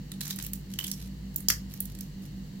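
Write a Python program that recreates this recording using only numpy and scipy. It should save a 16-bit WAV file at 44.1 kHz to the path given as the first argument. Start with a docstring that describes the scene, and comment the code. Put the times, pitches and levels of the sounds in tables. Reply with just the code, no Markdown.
"""A plastic pen cap is worked loose between teeth and fingers in a small bedroom.
Tiny slips make the plastic tick and crinkle. The cap snaps over its catch, the barrel rings,
and the air in the cap gives a hollow pop; a few handling ticks follow.
A motor, probably a fan, hums and throbs throughout over faint room noise."""
import sys
import numpy as np
from scipy import signal
from scipy.fft import rfft, irfft
from scipy.io import wavfile
from scipy.ndimage import uniform_filter1d

SR = 44100
rng = np.random.default_rng(int(sys.argv[2]) if len(sys.argv) > 2 else 0)


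def dump_mix(stems):
    """Bounce the given channels to the path in sys.argv[1] as a 16-bit WAV at rate SR."""
    frames = np.atleast_2d(stems).T  # one column per channel
    limited = np.clip(frames, -1, 1)  # hard clip at full scale
    pcm = np.round(limited * 32767).astype(np.int16)
    wavfile.write(sys.argv[1], SR, pcm)


N = 114660
T = np.arange(N) / SR
BURST_SIZE, BURST_RISE_S, LEFT_LAG_S = 2048, 0.0006, 0.00009


def from_db(db):
    """Decibels to gain."""
    return 10 ** (np.asarray(db) / 20)


def unit(x):
    """Unit energy per channel."""
    return x / np.sqrt(np.sum(x ** 2, axis=-1, keepdims=True) + 1e-20)


def at_hz(points, hz):
    """Interpolate on a log-frequency axis."""
    point_hz, value = np.transpose(points)
    return np.interp(np.log(hz + 1), np.log(point_hz), value)


def bins(size):
    """FFT bin frequencies in Hz."""
    return np.arange(size // 2 + 1) * SR / size


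def coloured(x, db):
    """Minimum-phase filter, one gain per bin."""
    size = x.shape[-1]
    cepstrum = irfft(np.log(from_db(db)), size)
    cepstrum[1:size // 2] *= 2
    cepstrum[size // 2 + 1:] = 0
    return irfft(rfft(x) * np.exp(rfft(cepstrum)), size)


def add(out, time_s, x):
    """Mix x in at time_s."""
    i = int(time_s * SR)
    out[:, i:i + x.shape[1]] += x[:, :N - i]


def panned(x, pan_db):
    """Pan left (+) or right (-)."""
    return x * from_db([[pan_db / 2], [-pan_db / 2]])


def slip_burst(length_s=0.0041, crack_share=0.15, rattle_db=-10, rattle_s=0.0045, correlation=0.25):
    """Plastic slipping: a crack, tiny slips and a faint rattle, whitened; the right side leads."""
    t = np.arange(BURST_SIZE) / SR
    noise = rng.standard_normal((3, BURST_SIZE))
    stereo = np.sqrt(correlation) * noise[2] + np.sqrt(1 - correlation) * noise[:2]
    decay = np.exp(-(t / length_s) ** 2) + from_db(rattle_db) * np.exp(-t / rattle_s)
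    slips = unit(stereo * decay * (1 - np.exp(-t / BURST_RISE_S)))
    crack = np.arange(BURST_SIZE) == int(BURST_RISE_S * SR)
    burst = np.sqrt(1 - crack_share) * slips + np.sqrt(crack_share) * crack
    burst[0] = np.interp(t - LEFT_LAG_S, t, burst[0], left=0)
    power = uniform_filter1d(np.mean(abs(rfft(burst)) ** 2, axis=0), size=40)
    return coloured(burst, -10 * np.log10(power + 1e-9))


# Snaps over the catch, then the barrel knocking against the cap's rim after the pop, and the single pop: (time
# [s], level [dB], length [s], crack energy share [0-1])
CONTACTS = [(1.4849, 10.6, 0.00096, 0.41), (1.486, 10.9, 0.0017, 0.12), (1.4884, 1.8, 0.0011, 0.35),
            (1.5024, 4.5, .003, 0.041), (1.5054, 3, 0.0042, .1)]
POP = (1.5016, 8.3, 0.0012, 0.15)
# Their spectra: (frequency [Hz], gain [dB])
SNAP_SPECTRUM = [(300, -23.5), (1000, -20), (2200, -23), (3200, -8), (3900, -15.5), (4800, 4), (6700, 0),
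                 (8500, -9.5), (10000, -12.5), (12000, -6), (15000, -3), (16500, -14)]
POP_SPECTRUM = [(300, -30), (700, -27), (950, -10), (1200, 0), (1400, -6), (1680, 3), (2100, -0.5),
                (2600, -3.5), (4000, -8.5), (5400, -9), (6800, -1), (8700, -6.5), (11000, -2), (13500, 1.5),
                (16000, -30)]
# Cap air and barrel modes: (frequency [Hz], level [dB], T60 [s])
PEN_MODES = [(1730, -26, 0.015), (1996, -23, 0.014), (4888, -30, .11), (4950, -30, 0.089),
             (5800, -37, 0.09), (6050, -34, 0.075), (6840, -30, 0.081)]


def cap_release(slide_db=-13, slide_rise_s=0.001, air_modes_below_hz=3400):
    """The cap snaps over its catch, slides and pops off; the barrel and the air in the cap ring."""
    out, hz, t = np.zeros((2, N)), bins(BURST_SIZE), T[:SR // 4]
    snap_s, pop_s = CONTACTS[0][0], POP[0]
    for events, spectrum in [(CONTACTS, SNAP_SPECTRUM), ([POP], POP_SPECTRUM)]:
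        for time_s, db, length_s, crack_share in events:
            burst = slip_burst(length_s, crack_share, rattle_db=-15.5)
            add(out, time_s, coloured(burst, db + at_hz(spectrum, hz)))
    stereo_t = t - np.array([[LEFT_LAG_S], [0]])
    for mode_hz, db, t60_s in PEN_MODES:
        struck_s = pop_s if mode_hz < air_modes_below_hz else snap_s
        ring = from_db(db - 60 * t / t60_s) * np.cos(2 * np.pi * mode_hz * stereo_t)
        add(out, struck_s + BURST_RISE_S, ring)
    slide = rng.standard_normal((2, N)) * np.exp(-abs(T - pop_s) / slide_rise_s) * (T < pop_s)
    out += coloured(slide, slide_db + at_hz(POP_SPECTRUM, bins(N)))
    return panned(out, pan_db=-1.5)


# Plastic ticks: (time [s], five relative band levels [dB], resonance [Hz], boost [dB], pan [dB])
TICKS = [(0.117, -45, -43.5, -45, -36, -41, 3750, 13, -3),
         (0.2074, -46, -38, -38, -34, -32, 4020, 6.6, -4.5),
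         (0.2119, -41, -40, -36.5, -33, -35, 4000, 12, -3), (0.233, -56, -60, -53, -49, -35, 3850, 7.3, -5),
         (0.256, -46, -52, -41, -41, -43, 3900, 6.1, -8), (0.2676, -43, -50, -34, -48, -45, 1700, 6.7, 0),
         (0.2782, -53, -51, -41, -38, -35, 3900, 6, -6), (0.3017, -50, -37, -39, -43, -38, 4830, 7, -3.5),
         (0.3069, -43, -41.5, -34.5, -35.5, -27, 3830, 16, -3),
         (0.3081, -41.5, -41, -39.5, -45, -41, 4860, 11, -3), (0.36, -49, -55, -50, -40, -33, 4590, 2, -8),
         (0.387, -37, -40, -36, -36, -38, 3760, 3.4, 0.5), (0.399, -41, -38, -46, -51, -40, 3800, 6.6, 1),
         (0.4246, -55, -54, -42, -39, -34, 7740, 3, -11), (0.439, -49, -58, -48, -46, -34, 4620, 3, -4),
         (0.4472, -57, -52, -45, -40, -36, 2780, 20, -3.5), (0.464, -52, -42, -46, -38, -28, 5870, 2, -1),
         (0.5334, -46.5, -42.5, -40, -31.5, -25, 7100, 3, -3.5),
         (0.737, -53, -48.5, -40, -42.5, -39, 3000, 13, -2),
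         (0.788, -36.5, -34.5, -32.5, -34, -27, 2985, 19.2, -3),
         (0.8, -36.5, -55, -48, -50, -32, 3420, 4, -2.5), (0.8288, -45, -50, -52, -45, -39, 3000, 3, -4),
         (0.84, -57, -38, -40, -39, -33, 2870, 10, -6), (0.843, -50, -34.5, -39, -35, -33, 3100, 15, -1.5),
         (0.8675, -66, -54, -45, -29.5, -38, 3380, 11, -6), (0.8793, -51, -45, -37, -41, -32, 6300, 4, -4),
         (0.9143, -54, -34, -35, -27, -28.5, 5550, 10.4, -4), (1.3425, -72, -72, -61, -51, -48, 4340, 2, 2),
         (1.3599, -60, -48, -40, -31.5, -17.5, 7100, 9.7, -3.5),
         (1.4041, -52, -52, -54, -35.5, -45, 7040, 2, -5),
         (1.7373, -49.5, -52, -44.5, -49, -34, 5930, 2, -5),
         (1.8037, -53, -44.5, -46.5, -26, -20.5, 4630, 2.2, -4.5),
         (1.8544, -62, -51, -48.5, -41, -34, 6480, 3, -5.5),
         (1.95, -63, -53, -52, -45.5, -45, 4380, 4, -4.5), (1.9879, -58, -49, -52, -46, -46, 7600, 3, -7),
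         (2.008, -60, -51, -42, -42.5, -32, 5060, 4.1, -4.5)]
# The five bands: (frequency [Hz])
TICK_BANDS_HZ = [1500, 3400, 6000, 10000, 14000]
# Spectrum common to all ticks: (frequency [Hz], gain [dB])
TICK_SPECTRUM = [(200, -34), (650, -12), (1150, 1.5), (1420, -0.5), (1800, 7.5), (2450, 1), (3400, 3),
                 (6000, 5), (7700, 4.5), (9100, -2), (11000, 3), (14500, 1), (16000, -4)]


def ticks(gain_db=25, half_width_hz=360):
    """One slip burst per tick, with its own spectrum and one short resonance of the plastic."""
    out, hz = np.zeros((2, N)), bins(BURST_SIZE)
    for time_s, *bands_db, ring_hz, boost_db, pan_db in TICKS:
        shape_db = at_hz(list(zip(TICK_BANDS_HZ, bands_db)), hz) + at_hz(TICK_SPECTRUM, hz)
        ring_db = boost_db / (1 + ((hz - ring_hz) / half_width_hz) ** 2)
        tick = coloured(slip_burst(), gain_db + shape_db + ring_db)
        add(out, time_s, panned(tick, pan_db))
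    return out


# Crinkling under the fingers: (start [s], end [s], level [dB])
CRINKLE_SPELLS = [(0.206, 0.344, -46), (0.36, 0.485, -48.5), (0.699, 0.737, -52), (0.785, 0.936, -48.5),
                  (0.958, 1.083, -54.5), (1.689, 1.785, -56.5), (1.838, 1.932, -57), (1.97, 2.11, -61.5),
                  (2.217, 2.278, -53.5)]
# Crinkle spectrum: (frequency [Hz], relative level [dB])
CRINKLE_SPECTRUM = [(300, -20), (1100, -2.5), (1900, -2.5), (2500, 2), (3400, 2.5), (3900, 6), (4300, 4),
                    (6500, 4.5), (8800, -1.5), (12000, 6.5), (14500, 1), (16000, -12)]


def crinkles(max_slips_per_s=1200, spread_db=3.5, fade_s=0.009, clump_s=0.006, clump_db=2.5, variants=6):
    """Tiny slips in uneven clumps: dense under firm fingers, sparser and fainter under a light touch."""
    effort = sum(from_db(db) * np.clip(np.minimum(T - start_s, end_s - T) / fade_s, 0, 1)
                 for start_s, end_s, db in CRINKLE_SPELLS)
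    density = np.clip(effort / effort.max(), 0.5, 1) ** 2
    sizes = from_db(spread_db * np.minimum(rng.exponential(1, N), 4)) * rng.choice([-1, 1], N)
    knots_s = np.arange(0, T[-1] + clump_s, clump_s)
    clumps = from_db(clump_db * np.interp(T, knots_s, rng.standard_normal(len(knots_s))))
    onsets = rng.random(N) < max_slips_per_s * density / SR
    slips = sizes * clumps * onsets / np.sqrt(density)
    variant = rng.integers(0, variants, N)
    scrape = sum(signal.fftconvolve([slips * (variant == k)], slip_burst())[:, :N]
                 for k in range(variants))
    scrape = coloured(scrape, at_hz(CRINKLE_SPECTRUM, bins(N)))
    return panned(effort * np.sqrt(N) * unit(scrape), pan_db=-2.5)


# Room reflections: (frequency [Hz], gain [dB])
ROOM_SPECTRUM = [(300, 7.5), (1500, 0.5), (5000, 1.5), (9000, -0.5), (15000, -2)]


def bedroom(x, tail_db=-9, t60_s=0.21, build_s=0.0067, echo_db=-14.5, echo_s=0.0214, size=16384):
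    """A short diffuse tail and one scattered wall echo."""
    t = np.arange(size) / SR
    build_up = 1 - np.exp(-(t / build_s) ** 2)
    tail = unit(rng.standard_normal((2, size)) * from_db(-60 * t / t60_s) * build_up)
    echo = unit(rng.standard_normal((2, size)) * np.exp(-abs(t - echo_s) / 0.00057))
    reflections = from_db(tail_db) * tail + from_db(echo_db) * echo
    response = coloured(reflections, at_hz(ROOM_SPECTRUM, bins(size)))
    return signal.fftconvolve(x, response, axes=1)[:, :N]


# Throbbing tones: (frequency [Hz], level [dB], lower sideband [dB], upper sideband [dB], crest [s])
THROB_TONES = [(148.3, -50, -18, -5, 0.067), (194.4, -46, -1.5, -14.5, 0.17),
               (248, -57.3, -7.5, -22, 0.187), (295.6, -67, -13, -12, 0.15), (314.6, -69, -4.5, -22, 0.15)]
# Steady tones: (frequency [Hz], level [dB])
STEADY_TONES = [(100.1, -62), (349, -72.5), (485, -75)]
# Drone swells: (start [s], end [s], level [dB])
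DRONE_SWELLS = [(-.05, 0.156, -45), (.11, 0.33, -51.5), (0.37, 0.74, -42), (.68, .89, -49.5),
                (.92, 1.172, -43), (1.088, 1.4, -42.5), (1.38, 1.782, -42.5), (1.77, 2.042, -43.5),
                (2.023, 2.215, -46.5), (2.19, 2.57, -45)]


def motor(throb_hz=5.42, drone_hz=53.46, wander_hz=2.11):
    """Motor hum: tones throbbing at one rate, steady tones and a deep drone that swells and sinks."""
    hum = 0
    for hz, db, lower_db, upper_db, crest_s in THROB_TONES:
        turn = np.exp(2j * np.pi * throb_hz * (T - crest_s))
        carrier = np.exp(2j * np.pi * (hz * T + rng.random()))
        throb = 1 + from_db(lower_db) / turn + from_db(upper_db) * turn
        hum += from_db(db) * np.real(carrier * throb)
    for hz, db in STEADY_TONES:
        hum += from_db(db) * np.sin(2 * np.pi * (hz * T + rng.random()))
    wander = np.interp(T, np.linspace(0, T[-1], 14), rng.standard_normal(14))
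    swells = sum(from_db(db) * np.sin(np.pi * np.clip((T - start_s) / (end_s - start_s), 0, 1))
                 for start_s, end_s, db in DRONE_SWELLS)
    drone = swells * np.sin(2 * np.pi * np.cumsum(drone_hz + wander_hz * wander) / SR)
    return np.sqrt(2) * (panned(hum, pan_db=-2.0) + drone)


# Room noise: (frequency [Hz], relative density [dB])
NOISE_SPECTRUM = [(20, -13), (36, -21), (48, -9.5), (66, -4.5), (86, -16), (106, -2), (135, -4),
                  (180, -4.5), (215, -12), (245, -13), (275, -20.5), (308, -10.5), (335, -19.5), (480, -22),
                  (600, -27.5), (900, -30), (1400, -35), (1900, -28), (2450, -36.5), (2900, -27.5),
                  (3400, -36), (4000, -29.5), (4500, -28), (5000, -34.5), (7600, -35.5), (9000, -44.5),
                  (16000, -37)]
# Its stereo image: (frequency [Hz], left-right correlation [0-1])
NOISE_CORRELATION = [(60, 0.85), (130, 0.99), (290, 0.66), (640, 0), (1400, 0), (15000, 0)]


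def room_noise(rms_db=-46.5):
    """Low rush and faint hiss, correlated left to right only in the bass."""
    hz = bins(N)
    mid, side = rfft(rng.standard_normal((2, N)))
    correlation = at_hz(NOISE_CORRELATION, hz)
    stereo = np.sqrt(1 + correlation) * mid + np.sqrt(1 - correlation) * side * [[1], [-1]]
    noise = irfft(from_db(at_hz(NOISE_SPECTRUM, hz)) * stereo, N)
    return from_db(rms_db) * np.sqrt(N) * unit(noise)


def scene():
    """The pen close up, its reflections, the motor and room noise."""
    pen = ticks() + cap_release() + crinkles()
    return pen + bedroom(pen) + motor() + room_noise()


def record(dry):
    """Soft clipping, then a steep low-pass."""
    cutoff_hz = 15950
    lowpass = signal.ellip(12, 0.1, 90, cutoff_hz, fs=SR, output="sos")
    return signal.sosfilt(lowpass, np.tanh(dry))


dry = scene()
out = record(dry)
dump_mix(out)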